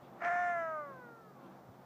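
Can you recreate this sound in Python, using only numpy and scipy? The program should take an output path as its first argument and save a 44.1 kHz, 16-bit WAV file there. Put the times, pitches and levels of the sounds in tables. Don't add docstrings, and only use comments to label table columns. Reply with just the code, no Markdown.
import sys
import numpy as np
from scipy import signal
from scipy.fft import rfft, irfft, next_fast_len
from scipy.io import wavfile
from scipy.ndimage import map_coordinates

SR = 44100
rng = np.random.default_rng(int(sys.argv[2]) if len(sys.argv) > 2 else 0)


def persist_wave(psi):
    counts = np.round(np.clip(psi, -1, 1) * 32767).astype(np.int16)
    wavfile.write(sys.argv[1], SR, np.atleast_2d(counts).T)


N = 81585

# time in seconds, level in dB.
WIND_LEVEL = [(0, -56), (.08, -55.5), (.2, -53.5), (.35, -57), (.7, -56), (1.1, -57.5), (1.3, -58),
              (1.5, -56), (1.85, -57)]
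# frequency in Hz, relative level in dB.
WIND_COLOUR = [(15, -70), (25, -31.5), (134, -11), (162, -6), (223, -5.5), (258, -3.5), (287, -9.5),
               (355, -1.5), (379, -9), (716, -5.5), (780, -5), (1030, -13), (1140, -11.5), (1750, -22.5),
               (4000, -41), (5200, -56.5), (8800, -120)]
# frequency in Hz, relative level in dB.
HISS_COLOUR = [(1500, -13.5), (3500, 3), (6000, 0), (9500, -7.5), (12000, -4), (15000, 2)]
# frequency in Hz, level in dB.
DRONE_TONES = [(135, -68), (187, -70.5), (252, -75)]
# time in seconds, pitch in Hz.
VOICE_PITCH = [(.2, 343.4), (.24, 344.3), (.262, 350.2), (.3, 347.9), (.36, 354.4), (.42, 355.2),
               (.48, 351.7), (.54, 345.4), (.6, 335), (.72, 316.5), (.8, 300), (.9, 276), (.96, 258.3),
               (1.07, 237.6), (1.2, 225.3), (1.29, 209.2), (1.38, 187.3), (1.49, 164)]
# time in seconds, typical shake as a share of the pitch.
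PITCH_SHAKE = [(.2, 0.034), (.24, 0.03), (.255, 0.011), (.33, 0.015), (.4, 0.0059), (.8, .003), (1.4, .005)]
# time in seconds, level in dB.
HUM_LEVEL = [(0, -79.5), (.08, -64), (.18, -61), (.25, -78)]
# middle in seconds, length in seconds, level in dB.
GRASS_RUSTLES = [(0.05, 0.082, -74.5), (1.455, 0.091, -76.5), (1.75, 0.021, -77)]
# frequency in Hz, relative level in dB.
GRASS_COLOUR = [(800, -34), (2200, 6), (3500, 7), (6000, -15), (10000, -19)]
# time in seconds, level in dB.
RASP_LEVEL = [(.195, -65), (.212, -47.5), (.235, -44), (.25, -35), (.268, -43), (.28, -39), (.295, -45),
              (.36, -46.5), (.5, -52.5), (.65, -60.5), (.85, -70), (1.1, -80)]
# frequency in Hz, relative level in dB.
THROAT_COLOUR = [(350, -31), (650, -2), (900, -4), (1300, 0), (1800, 0.5), (2100, -3.5), (2350, -5.5),
                 (2650, -19), (3600, -29.5), (4400, -34.5), (5400, -33.5), (6200, -31.5), (7400, -41.5),
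                 (8500, -44.5), (10000, -65.5)]
# time in seconds, distance above them in Hz.
FLUTTER_GAP = [(.28, 215), (.36, 153.5), (.42, 111.2), (.5, 101.6), (.6, 84)]
# multiple of the pitch, flutter level in dB relative to the air.
FLUTTER_OVERTONES = [(3, -9.5), (4, -28), (5, -12.5)]
# time in seconds, level in dB.
CRY_LEVEL = [(.208, -82), (.222, -35.5), (.232, -45), (.256, -33.5), (.34, -33.5), (.48, -34), (.6, -37),
             (.68, -40), (.8, -43.5), (.885, -52), (.93, -60.5)]
# multiple of the pitch, relative level in dB.
CRY_OVERTONES = [(1, -60), (2, -0.5), (3, -24), (4, -10), (5, -9), (6, -29), (7, -32), (8, -35.5)]
# frequency in Hz, half width in Hz, boost in dB.
MOUTH_RESONANCES = [(941, 108.5, 13), (1223, 103, 11.5), (2027, 128, 17)]
# frequency in Hz, relative level in dB.
EDGE_COLOUR = [(2400, -46), (2900, -31), (3300, -47), (3600, -43), (4300, -65), (5000, -56.5),
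               (5300, -40.5), (5650, -51.5), (6050, -38.5), (6500, -47.5), (7400, -46), (7900, -53.5),
               (8600, -53.5), (10000, -79)]
# time in seconds, level in dB.
WHINE_LEVEL = [(.8, -91), (.9, -62.5), (.96, -59.5), (1.05, -58), (1.2, -63), (1.34, -65), (1.42, -66.5),
               (1.475, -64), (1.5, -87)]
# multiple of the pitch, relative dB at 1 second, dB lost per second.
WHINE_OVERTONES = [(2, 1.5, 11.5), (3, -30, 2), (4, 3, 50), (5, -22, 0), (6, 3, 1), (7, -24, 12),
                   (8, -14, -21), (10, -23.5, 0)]
# frequency in Hz, relative level in dB.
SOFT_BUMP_COLOUR = [(40, -60), (70, -17), (110, 1), (145, -5), (200, -12), (350, -24), (1000, -80)]


def amp(db):
    return 10 ** (np.asarray(db) / 20)


def unit(x):
    return x / np.sqrt(np.mean(x ** 2) + 1e-20)


def times():
    return np.arange(N) / SR


def curve(rows):
    return np.interp(times(), *np.transpose(rows))


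def envelope(rows):
    outside_s = np.abs(times() - np.clip(times(), rows[0][0], rows[-1][0]))
    return amp(curve(rows)) * np.exp(-outside_s / .01)


def along(points, hz):
    freqs, values = np.transpose(points)
    return np.interp(np.log(hz + 1), np.log(freqs + 1), values)


def wobble(rate):
    return map_coordinates(rng.standard_normal(N // 8), [times() * rate], mode="wrap")


def filtered(x, response):
    size = next_fast_len(N + SR // 2)
    return irfft(rfft(x, size) * response(np.fft.rfftfreq(size, 1 / SR)), size)[:N]


def noise(colour):
    return unit(filtered(rng.standard_normal(N), lambda hz: amp(along(colour, hz))))


def swell(middle_s, length_s):
    return np.exp(-(2 * (times() - middle_s) / length_s) ** 2)


def wind():
    return amp(curve(WIND_LEVEL) + wobble(5.4)) * noise(WIND_COLOUR)


def hiss(level_db=-74):
    return amp(level_db) * noise(HISS_COLOUR)


def drone(waver_hz=2.98, waver_db=3):
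    sound = np.zeros(N)
    for hz, db in DRONE_TONES:
        phase = 2 * np.pi * np.cumsum(hz + waver_hz * wobble(24)) / SR
        sound += amp(db + waver_db * wobble(12)) * unit(np.sin(phase))
    return sound


def jackal():
    pitch = curve(VOICE_PITCH)
    shaky_pitch = pitch * (1 + curve(PITCH_SHAKE) * wobble(420))
    phase = 2 * np.pi * np.cumsum(shaky_pitch) / SR
    start_phases = rng.uniform(0, 2 * np.pi, size=32)

    def overtone(k, shift=0):
        return np.cos(round(k) * phase + start_phases[round(k)] + shift)

    hum = envelope(HUM_LEVEL) * overtone(1)
    return hum + rasp(overtone, phase) + cry(overtone, pitch) + whine(overtone)


def grass():
    return noise(GRASS_COLOUR) * sum(amp(db) * swell(s, length) for s, length, db in GRASS_RUSTLES)


def rasp(overtone, phase, catch_s=.222, catch_hz=70, catch_db=3.5):
    air = unit(noise(THROAT_COLOUR) * (1 + 0.2 * np.cos(phase)))
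    flutter_shift = 2 * np.pi * np.cumsum(curve(FLUTTER_GAP) + 14 * wobble(60)) / SR
    flutter = sum(amp(db) * overtone(k, flutter_shift) for k, db in FLUTTER_OVERTONES)
    pulses = np.cos(2 * np.pi * catch_hz * (times() - catch_s))
    catch = amp(catch_db * swell(catch_s, length_s=.079) * pulses)
    return envelope(RASP_LEVEL) * catch * (air + flutter)


def mouth(hz):
    return amp(sum(db / (1 + ((hz - centre) / width) ** 2) for centre, width, db in MOUTH_RESONANCES))


def cry(overtone, pitch, shimmer_db=.18, blur_radians=.9, full_edge_db=-35.5):
    level = envelope(CRY_LEVEL)
    body = sum(amp(db + shimmer_db * wobble(68)) * mouth(k * pitch) * overtone(k)
               for k, db in CRY_OVERTONES)
    edge = np.zeros(N)
    for k in range(9, 30):
        gain = amp(along(EDGE_COLOUR, k * pitch) + 2 * wobble(30))
        edge += gain * overtone(k, blur_radians * wobble(220))
    edge_level = amp(full_edge_db) * (level / amp(full_edge_db)) ** 1.8
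    return level * body + edge_level * edge


def echo(call, level_db=-41.5, rise_s=.082, fade_s=1.1, dull_above_hz=2520):
    tail = filtered(rng.standard_normal(N), lambda hz: 1 / (1 + (hz / dull_above_hz) ** 2))
    tail *= amp(-60 * times() / fade_s) * (1 - np.exp(-times() / rise_s))
    return amp(level_db) * signal.fftconvolve(call, tail / np.linalg.norm(tail))[:N]


def whine(overtone):
    tones = sum(amp(db - fade * (times() - 1) + 1.5 * wobble(24.896)) * overtone(k)
                for k, db, fade in WHINE_OVERTONES)
    return envelope(WHINE_LEVEL) * tones


def bump(level_db=-53):
    return amp(level_db) * swell(middle_s=1.695, length_s=.04) * noise(SOFT_BUMP_COLOUR)


def scene():
    call = jackal()
    return (wind() + hiss() + drone() + call + grass() + echo(call) + bump())[None]


def record(dry, top_hz=15400):
    return np.array([filtered(x, lambda hz: hz < top_hz) for x in dry])


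dry = scene()
out = record(dry)
persist_wave(out)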